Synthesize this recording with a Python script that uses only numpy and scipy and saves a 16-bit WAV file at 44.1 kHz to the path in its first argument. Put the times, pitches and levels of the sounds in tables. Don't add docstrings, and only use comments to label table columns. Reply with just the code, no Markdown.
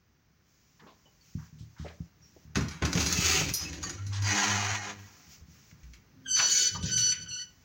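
import sys
import numpy as np
from scipy import signal
from scipy.fft import rfft, irfft, next_fast_len
from scipy.io import wavfile
from scipy.ndimage import uniform_filter1d

SR = 44100
rng = np.random.default_rng(int(sys.argv[2]) if len(sys.argv) > 2 else 0)


def wav_out(sig):
    wavfile.write(sys.argv[1], SR, np.round(np.clip(np.atleast_2d(sig).T, -1, 1) * 32767).astype(np.int16))


N = 336924
TIME = np.arange(N) / SR
TAIL_TIME = TIME[:SR // 2]

# f/Hz, level/dB
ROOM_SPECTRUM = [(25, -24.5), (50, 2.5), (150, 3.5), (280, -5.5), (600, -16.5), (1800, -14.5),
                 (3600, -23.5), (6200, -17.5), (8400, -43), (13500, -43), (15500, -19.5)]
RUSTLE_SPECTRUM = [(1000, -22), (2300, -6.5), (3800, -11), (5700, -0.5), (6900, -3.5), (8500, -25.5),
                   (13000, -27), (15500, -7)]
# t/s, length/s, level/dB
RUSTLES = [(.5, 1.56, -69.5), (1.25, 0.22, -62), (2.25, 0.19, -67), (5.0, 0.31, -58.5),
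           (5.32, 0.026, -52.5), (5.52, 0.19, -61), (5.8, 0.16, -68.5), (7.5, .13, -68)]
# t/s, peak/dB, t60/s
STEPS = [(0.807, -56, 0.44), (1.057, -59, .2), (1.351, -24.5, 0.072), (1.372, -28.5, 0.22),
         (1.526, -42.5, 0.71), (1.606, -35.5, 0.24), (1.797, -31, 0.3), (2.003, -27, 0.1),
         (2.203, -53.5, 0.46), (2.45, -43, 0.95), (3.186, -20, 0.043), (3.511, -27, 0.07),
         (5.276, -49, 0.13), (5.419, -48, 0.12), (5.483, -45, 0.25), (5.725, -44, 0.18),
         (5.839, -49.5, 0.57), (6.837, -24, 0.14), (7.232, -50, 0.16)]
# t/s, length/s, f/Hz, level/dB
NOISE_BURSTS = [(0.792, 0.13, 1480, -59.5), (0.796, 0.027, 3600, -61), (0.814, 0.15, 328, -57),
                (.864, 0.085, 900, -56), (0.867, 0.096, 3520, -63.5), (1.055, 0.065, 675, -63.5),
                (1.382, 0.13, 1420, -61), (1.586, 0.085, 5250, -62), (1.78, 0.22, 5080, -59),
                (1.882, 0.015, 3530, -51), (1.762, 0.15, 1540, -58.5), (1.846, 0.043, 534, -40.5),
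                (1.852, 0.11, 1940, -54), (1.901, 0.026, 834, -53), (2.363, 0.025, 500, -53),
                (2.559, 0.068, 310, -29.5), (2.817, 0.069, 360, -37), (2.954, 0.043, 398, -34.5),
                (3.408, 0.033, 730, -37), (4.12, 0.14, 1500, -49), (4.126, 0.1, 4760, -43),
                (5.534, 0.14, 2180, -70), (6.387, 0.12, 1010, -43), (6.745, 0.064, 1200, -50.5),
                (6.826, 0.04, 5196, -40)]
# t/s, length/s, f/Hz, level/dB
BRIEF_TONES = [(1.056, .04, 2970, -62.5), (1.21, 0.027, 4450, -63), (2.22, 0.11, 5620, -61),
               (3.535, 0.18, 5080, -37.5), (3.545, 0.098, 5803, -37), (3.6, 0.052, 6220, -41),
               (3.65, 0.05, 2590, -42.5), (3.828, 0.067, 6640, -38.5), (3.837, 0.02, 1150, -41.5),
               (3.835, 0.041, 4560, -41.5), (3.855, 0.063, 1852, -46), (3.895, 0.036, 6800, -42),
               (3.98, 0.06, 1370, -52.5), (4.13, .07, 1100, -51), (4.244, 0.14, 4760, -39),
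               (6.158, 0.37, 262, -58), (6.752, 0.026, 1214, -40.5), (6.758, 0.024, 958, -41.5),
               (7.3, 0.13, 4340, -44.5), (7.31, 0.083, 2810, -46), (7.394, 0.05, 1916, -53.5)]
# f/Hz, level/dB, t60 factor
WOOD_MODES = [(79.3, 7, 1.32), (113, 6.5, 1.2), (152, 11.5, 0.8), (169, 1.5, 1.77), (219.5, -1, 1.13),
              (251, -2, 0.46), (305, -9, 1.7), (390, -13.5, 1.6)]
STEEL_MODES = [(1210, -17, 0.37), (1503, -5, 0.83), (2283, -1.5, 0.8), (2650, -33, 0.42),
               (3260, -9.5, 0.93), (4700, -3.5, 0.34), (5100, -2, 1), (4860, -1, 0.43), (5830, 11, 0.25),
               (6430, 1.5, 0.7), (6460, -2, 0.49), (9590, 5.5, 0.65), (10660, 1.5, 0.74), (11000, -6, 0.4)]
# t/s, thud/dB, clack/dB, ring/dB, t60/s
KNOCKS = [(2.555, -35, -34.5, -37.5, 0.083), (2.565, -29.5, -39, -40.5, 0.24),
          (2.607, -29.5, -45, -47, 0.31), (2.683, -56, -52.5, -47, 0.12), (2.709, -41.5, -48.5, -51, 0.45),
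          (2.821, -28.5, -34, -44, 0.21), (2.85, -37, -37, -36.5, 0.15), (2.929, -45, -40, -37, 0.046),
          (2.951, -28, -40.5, -39, .15), (2.974, -29.5, -36, -40.5, .06), (3.002, -35, -37, -36, 0.16),
          (3.061, -39, -39, -32.5, 0.19), (3.125, -44, -48, -31, 0.053), (3.411, -35, -42, -55, 0.14),
          (3.485, -37, -51, -63, 0.076), (3.537, -74, -89, -34.5, 0.2), (3.729, -71, -48.5, -48.5, 0.18),
          (3.828, -60, -51, -44, 0.16), (3.894, -57, -48, -43.5, 0.12), (4.065, -46, -62, -51, 0.18),
          (4.22, -44, -52, -45, 0.15), (5.712, -66, -65, -73, 0.018), (5.831, -74, -66.5, -67.5, 0.17),
          (5.934, -76, -59, -60, .15), (6.362, -56, -41.5, -39, 0.3), (6.39, -54, -32.5, -38, 0.096),
          (6.397, -49, -32, -54, 0.058), (6.975, -80, -46, -37, 0.28), (7.118, -79, -42, -67, 0.19)]
# t/s, length/s, level/dB
DOOR_HEAVES = [(2.58, 0.067, -37.5), (2.84, 0.075, -29.5), (2.96, .03, -27.5), (3.04, 0.43, -32.5),
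               (3.62, 0.32, -39), (3.98, 0.32, -54)]
GATE_HEAVES = [(5.309, 0.73, -61.5), (6.099, 0.9, -52.5), (6.75, 0.071, -32.5), (6.833, 0.06, -29),
               (6.941, 0.02, -34.5), (7.033, .03, -38), (7.153, 0.16, -45)]
# f/Hz, level/dB
DOOR_RUMBLE_SPECTRUM = [(21, -35), (35, -27), (59, -3), (80, 10.5), (129, -9), (157, 2), (172, 2),
                        (232, -14), (284, -0.5), (373, -7), (405, -26.5), (435, -11.5), (600, -17.5),
                        (780, -43), (1320, -120)]
GATE_RUMBLE_SPECTRUM = [(21, -57), (35, -19), (97, 1.5), (114, -1), (176, 0), (267, -18.5), (305, -15.5),
                        (351, -28), (425, -17), (600, -25.5), (780, -62), (1320, -120)]
# t/s, level/dB
SCRAPE_LEVEL = [(2.9, -58.5), (3.022, -36.5), (3.04, -43), (3.236, -34.5), (3.254, -30.5), (3.39, -31),
                (3.482, -44), (3.49, -35.5), (3.53, -49)]
ROLL_LEVEL = [(3.57, -58), (3.614, -47.5), (3.748, -55.5), (3.808, -57.5), (3.84, -47.5), (4.088, -64),
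              (4.166, -48.5), (4.212, -53.5), (4.272, -32.5), (4.44, -28.5), (4.62, -33.5), (4.762, -33.5),
              (4.792, -41), (4.9, -39), (4.966, -55), (5.374, -71), (5.4, -86)]
# f/Hz, level/dB
SCRAPE_SPECTRUM = [(240, -50), (400, 17.5), (504, -24.5), (826, -9.5), (1030, -14.5), (1220, -6.5),
                   (1710, -10), (2510, -1.5), (3020, -8.5), (5190, -6), (6340, -2.5), (8900, -22),
                   (13500, -25.5), (15000, -13), (16000, -17.5)]
ROLL_SPECTRUM = [(240, -1), (400, 8), (453, -10), (504, -4.5), (562, -8.5), (765, 4.5), (1350, 6),
                 (2290, 4.5), (3260, -6), (5270, -9), (5960, -2.5), (6740, -8), (8370, -26), (13500, -38.5),
                 (16000, -22)]
RASP_SPECTRUM = [(300, 8.5), (500, -3), (800, -69.5), (1200, -49), (1600, 5), (2500, 0.5), (3800, 6),
                 (5200, 10), (6800, 11), (7600, -16), (8400, -44), (11000, -44), (13500, -33), (15500, -6)]
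# f/Hz, width/Hz, level/dB
TRACK_MODES = [(753, 3.9, 13), (825, 29, 3), (1520, 39, -2), (1840, 130, -8), (2270, 120, -6),
               (2820, 25, -21), (3860, 29, -54), (5980, 53, -37), (6640, 430, 13)]
# t/s, delay/s
GAP_ECHO = [(3.5, 0.0007), (3.85, 0.0012), (4.05, 0.0021), (4.25, 0.001875), (5.0, 0.003)]
# t/s, fundamental/dB, overtones/dB
JUDDER_LEVELS = [(3.93, -53, -63), (4.01, -36.5, -68), (4.252, -29, -61), (4.316, -34, -41),
                 (4.394, -70, -38.5), (4.514, -36, -41.5), (4.724, -36.5, -49.5), (4.9, -58, -48),
                 (5.03, -48.5, -63), (5.15, -70, -70)]
# multiple, level/dB
JUDDER_OVERTONES = [(2, 1.5), (3, -5.5), (4, -6.5), (5, -9)]
# t/s, length/s, f/Hz, level/dB
CAR_BOOMS = [(5.41, 0.063, 74, -49.5), (5.83, 0.19, 59, -48), (6.715, 0.16, 102, -44.5),
             (6.92, 0.23, 115, -40.5)]
# t/s, length/s, tone/dB, rasp/dB
PUSHES = [(6.299, 0.38, -25, -37), (6.712, 0.047, -41, -46.5), (6.821, 0.084, -43, -42),
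          (6.925, .2, -24.5, -46.5), (7.202, 0.035, -43, -60), (7.296, 0.13, -38, -61.5)]
# t/s, length/s, level/dB
BINDS = [(6.51, .115, -25.5), (6.98, 0.064, -48)]
# t/s, f/Hz
SCREECH_PITCH = [(6.25, 1603), (6.296, 1526), (6.452, 1486), (6.976, 1512), (6.99, 1483), (7.25, 1506),
                 (7.332, 1484), (7.48, 1501)]
# multiple, level/dB
LOW_PARTIALS = [(1, -4.5), (2, 3)]
HIGH_PARTIALS = [(4, -1), (5, -16), (6, -24), (7, -40), (8, -40.5), (9, -43), (10, -39)]
BIND_PARTIALS = [(1.5, -17), (2.5, -12.5), (3.5, -6.5), (4.32, -5), (4.5, 2), (5.5, -20), (6.5, -28)]


def from_db(db):
    return 10 ** (np.asarray(db) / 20)


def rms_one(x):
    return x / np.sqrt(np.mean(x ** 2) + 1e-20)


def even(x):
    return x / np.sqrt(uniform_filter1d(x * x, size=2600) + 1e-9)


def add(out, start_s, sound):
    start = int(start_s * SR)
    out[start:start + len(sound)] += sound[:N - start]


def dying(t60_s):
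    return np.exp(-np.log(1000) * TAIL_TIME / t60_s)


def swell(length_s):
    return np.sin(np.pi * np.linspace(0, 1, int(length_s * SR)) ** 0.37)


def gains(curve, fade_in_s=0.06, fade_out_s=0.13):
    s, *columns = np.transpose(curve)
    inside = np.clip(1 + np.minimum((TIME - s[0]) / fade_in_s, (s[-1] - TIME) / fade_out_s), 0, 1)
    return [inside * from_db(np.interp(TIME, s, db)) for db in columns]


def strokes_db(rows, rise_db_per_s, fall_db_per_s):
    return np.max([db - rise_db_per_s * np.maximum(s - TIME, 0)
                   - fall_db_per_s * np.maximum(TIME - s - length_s, 0)
                   for s, length_s, db in rows], axis=0)


def stroke_gain(rows, rise_db_per_s, fall_db_per_s):
    return from_db(np.maximum(strokes_db(rows, rise_db_per_s, fall_db_per_s), -200))


def band(x, low_hz, high_hz, order=3):
    edges_hz = np.clip([low_hz, high_hz], 10, .45 * SR)
    return signal.sosfilt(signal.butter(order, edges_hz, "band", fs=SR, output="sos"), x + 1e-18)


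def resonance(x, hz, width_hz):
    r = np.exp(-np.pi * width_hz / SR)
    feedback = [1, -2 * r * np.cos(2 * np.pi * hz / SR), r * r]
    return signal.lfilter(np.array([1, 0, -1]) * (1 - r * r) / 2, feedback, x)


def colour(x, spectrum):
    hz, db = np.transpose(spectrum)
    size = next_fast_len(N)
    bins_hz = np.maximum(np.fft.rfftfreq(size, 1 / SR), 1)
    low_cut = np.minimum(bins_hz / hz[0], 1) ** 2
    shape = from_db(np.interp(np.log(bins_hz), np.log(hz), db))
    return rms_one(irfft(rfft(x, size) * low_cut * shape, size)[:N])


def drift(rate_hz):
    r = np.exp(-40 * np.pi * rate_hz / SR)
    slow = signal.lfilter([1], [1, -2 * r, r * r], rng.standard_normal(N // 20 + 2002))[2000:]
    return np.interp(np.arange(N) / 20, np.arange(len(slow)), rms_one(slow))


def grains(per_s, spread_db):
    sizes = from_db(spread_db * np.minimum(rng.exponential(1, N), 4)) * rng.choice([-1, 1], N)
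    return rms_one(sizes * (rng.random(N) < per_s / SR))


def notes(rows, waver):
    out = np.zeros(N)
    wobble = 1 + waver * drift(170)
    for s, length_s, hz, db in rows:
        stroke = swell(length_s)
        phase = 2 * np.pi * hz * np.cumsum(wobble[int(s * SR):][:len(stroke)]) / SR
        add(out, s, from_db(db) * np.sqrt(2) * stroke * np.sin(phase))
    return out


def hall(x, wet_db, bass_t60_s=.45, treble_t60_s=.28):
    noise = rng.standard_normal(SR // 2)
    bass = band(noise, 40, 2740, order=2) * dying(bass_t60_s)
    treble = band(noise, 2000, 11400, order=1) * dying(treble_t60_s)
    tail = (bass + treble) * np.minimum(TAIL_TIME / 0.013, 1)
    wet = from_db(wet_db)
    return (x + wet * signal.fftconvolve(x, tail / np.linalg.norm(tail))[:N]) / np.hypot(1, wet)


def room_tone(far_db=-67.5, near_db=-61.5, walk_s=3):
    gain = from_db(np.interp(TIME, [0, walk_s], [far_db, near_db]))
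    return gain * colour(rng.standard_normal(N), ROOM_SPECTRUM)


def coat():
    gain = stroke_gain(RUSTLES, rise_db_per_s=157, fall_db_per_s=191)
    return gain * colour(rng.standard_normal(N), RUSTLE_SPECTRUM)


def noise_bursts():
    out = np.zeros(N)
    for s, length_s, hz, db in NOISE_BURSTS:
        noise = rms_one(band(rng.standard_normal(SR // 2), hz / 1.76, hz * 1.28))
        stroke = swell(length_s)
        add(out, s, from_db(db) * stroke * noise[:len(stroke)])
    return hall(out, wet_db=-16.5)


def thud(t60_s, scatter):
    modes = sum(from_db(db + rng.normal(0, 3)) * np.sin(2 * np.pi * hz * TAIL_TIME) * dying(t60_s * hold)
                for hz, db, hold in WOOD_MODES)
    boom = rms_one(band(rng.standard_normal(SR // 2), 37, 487)) * dying(t60_s * 1.24)
    sound = band(modes + scatter * boom, 65, 270)
    return sound / np.abs(sound).max()


def footsteps():
    out = np.zeros(N)
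    for s, db, t60_s in STEPS:
        add(out, s, from_db(db) * thud(t60_s, scatter=0.34))
    return out


def brief_tones():
    return hall(notes(BRIEF_TONES, waver=0.02), wet_db=-10.5)


def steel_ring(t60_s, count):
    modes = np.zeros(SR // 4 + 1, complex)
    hz = (np.linspace(np.sqrt(400), np.sqrt(16000), count) + rng.uniform(-1, 1, count)) ** 2
    modes[(hz / 2).astype(int)] = rng.standard_normal(count) + 1j * rng.standard_normal(count)
    return rms_one(irfft(modes, SR // 2)) * dying(t60_s)


def steel_blow(t60_s, modes_db=-12, rise_s=0.0015):
    modes = sum(from_db(db + modes_db + rng.normal(0, 4))
                * np.sin(2 * np.pi * (hz * TAIL_TIME + rng.random())) * dying(t60_s * hold)
                for hz, db, hold in STEEL_MODES)
    ring = steel_ring(t60_s, count=420)
    crack = 0.58 * rng.standard_normal(SR // 2) * dying(0.0065)
    return (modes + ring + crack) * np.minimum(TAIL_TIME / rise_s, 1)


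def knocks(heavy_db=-15, heavy_hz=509, db_per_octave=35, graze_lead_s=0.0067, graze_db=-20):
    metal, wood = np.zeros(N), np.zeros(N)
    for s, thud_db, clack_db, ring_db, t60_s in KNOCKS:
        lowest_hz = heavy_hz * 2 ** ((heavy_db - thud_db) / db_per_octave)
        sizzle_db = ring_db - 19 + 0.35 * (ring_db - clack_db)
        blow = band(steel_blow(t60_s), lowest_hz, .45 * SR, order=4)
        clack = band(blow, 227, 2970)
        ring = band(blow, 3900, 6980, order=4)
        sizzle = band(blow, 9700, 17000)
        for db, part in ((clack_db + 1, clack), (ring_db + 2, ring), (sizzle_db, sizzle)):
            contact = from_db(db) * part / np.std(part[:SR // 40])
            add(metal, s, contact)
            add(metal, s - graze_lead_s, from_db(graze_db) * contact)
        add(wood, s, from_db(thud_db + 7) * thud(t60_s, scatter=2.7))
    return hall(metal, wet_db=-10.5) + wood


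def frame_rumble():
    door_gain = stroke_gain(DOOR_HEAVES, rise_db_per_s=700, fall_db_per_s=139)
    gate_gain = stroke_gain(GATE_HEAVES, rise_db_per_s=700, fall_db_per_s=139)
    door_shake = colour(grains(per_s=830, spread_db=-1), DOOR_RUMBLE_SPECTRUM)
    gate_shake = colour(grains(per_s=590, spread_db=0), GATE_RUMBLE_SPECTRUM)
    return from_db(-3.5) * door_gain * door_shake + from_db(-7.5) * gate_gain * gate_shake


def rattling(grit, restless_db, parts):
    out = np.zeros(N)
    for _ in range(parts):
        drive = grit * from_db(restless_db * drift(9))
        out += signal.fftconvolve(drive, steel_ring(.09, count=170))[:N]
    return rms_one(out)


def sliding(curve, spectrum, chatter, uneven_db, ticks_db, ring_db, track_db, echo,
            hiss_db, dulling_db_per_s):
    grit = grains(per_s=3100, spread_db=1.5) * chatter * from_db(uneven_db * drift(26))
    grit += from_db(ticks_db) * grains(per_s=40, spread_db=3)
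    body = rms_one(grit) + from_db(ring_db) * rattling(grit, restless_db=6, parts=6)
    track = sum(from_db(db) * resonance(body, hz, width_hz) for hz, width_hz, db in TRACK_MODES)
    body = hall(body + from_db(track_db) * track, wet_db=-20.5)
    delay_s = np.interp(TIME, *np.transpose(GAP_ECHO))
    body += echo * np.interp(TIME - delay_s, TIME, body)
    body = colour(body, spectrum)
    mids = even(band(body, 518, 4400, order=4))
    hiss = even(band(body, 3380, .45 * SR, order=4))
    hiss_gain = from_db(hiss_db - dulling_db_per_s * np.maximum(TIME - curve[0][0], 0))
    gain, = gains(curve)
    return gain * (mids + hiss_gain * hiss)


def judder(phase):
    fundamental_gain, overtone_gain = gains(JUDDER_LEVELS)
    hum = from_db(1.2 * drift(25)) * fundamental_gain * np.sin(phase)
    for k, db in JUDDER_OVERTONES:
        hum += overtone_gain * from_db(db - 2 + 3 * drift(8)) * np.sin(k * phase + .5 * drift(25))
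    return np.sqrt(2) * hum


def door(judder_hz=100.7):
    phase = 2 * np.pi * np.cumsum(judder_hz * (1 + 0.0184 * drift(7.4))) / SR
    hum = judder(phase)
    scrape = sliding(SCRAPE_LEVEL, SCRAPE_SPECTRUM, chatter=1, uneven_db=0, ticks_db=-12,
                     ring_db=-7.5, track_db=-14, echo=0.067, hiss_db=5.5, dulling_db_per_s=12.5)
    roll = sliding(ROLL_LEVEL, ROLL_SPECTRUM, chatter=1 + 0.13 * np.cos(phase), uneven_db=1.37,
                   ticks_db=-15, ring_db=-4, track_db=-11, echo=0.18, hiss_db=7, dulling_db_per_s=9)
    return hum + from_db(1) * scrape + from_db(-0.96) * roll


def car_booms():
    return notes(CAR_BOOMS, waver=0.076)


def pivot_drive(low_lead_s=0.035, bite_s=0.081):
    lows, highs, bites = [], [], []
    for s, length_s, tone_db, bite_db in PUSHES:
        lag_s = min(bite_s, length_s / 2)
        lows.append((s - low_lead_s, length_s + low_lead_s, -22.5 + 0.67 * tone_db))
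        highs.append((s, length_s, tone_db))
        bites.append((s + lag_s, length_s - lag_s, bite_db))
    low_db = strokes_db(lows, rise_db_per_s=1797, fall_db_per_s=653)
    high_db = strokes_db(highs, rise_db_per_s=850, fall_db_per_s=653)
    rasp_db = strokes_db(bites, rise_db_per_s=546, fall_db_per_s=289)
    third_db = 1 + high_db + 0.28 * (rasp_db - high_db)
    return from_db(np.maximum([low_db, third_db, high_db, rasp_db], -200))


def gate_screech(waver=0.00177, jitter=0.00587, flutter_db=2.7, bars_db=5):
    pitch_hz = np.interp(TIME, *np.transpose(SCREECH_PITCH))
    pitch_hz *= 1 + waver * drift(34.4) + jitter * drift(254)
    phase = 2 * np.pi * np.cumsum(pitch_hz) / SR
    low_gain, third_gain, high_gain, rasp_gain = pivot_drive()
    bind_gain = stroke_gain(BINDS, rise_db_per_s=398, fall_db_per_s=350)
    groups = ((low_gain, LOW_PARTIALS, .5), (third_gain, [(3, 0)], .2),
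              (high_gain, HIGH_PARTIALS, .17), (bind_gain * from_db(-3), BIND_PARTIALS, .5))
    tone = np.zeros(N)
    for gain, partials, roughness in groups:
        for k, db in partials:
            partial = (1 + roughness * drift(70)) * np.sin(k * phase)
            partial += roughness * drift(110) * np.cos(k * phase)
            tone += gain * from_db(db) * rms_one(partial * from_db(flutter_db * drift(37.5)))
    slips = grains(per_s=4300, spread_db=-3) * (1 + 0.53 * np.cos(phase))
    bars = from_db(bars_db) * rattling(slips, restless_db=4, parts=2)
    rasp = rasp_gain * even(colour(slips + bars, RASP_SPECTRUM))
    sizzle = bind_gain * rms_one(band(slips, 8100, .45 * SR))
    return hall(from_db(-3) * tone + from_db(4) * rasp + from_db(-23) * sizzle, wet_db=-13)


def scene():
    lift = knocks() + door() + frame_rumble() + gate_screech() + brief_tones() + car_booms()
    return (footsteps() + noise_bursts() + lift + room_tone() + coat())[None]


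def record(dry):
    return signal.sosfilt(signal.ellip(10, .2, 80, 15900, fs=SR, output="sos"), dry)


dry = scene()
out = record(dry)
wav_out(out)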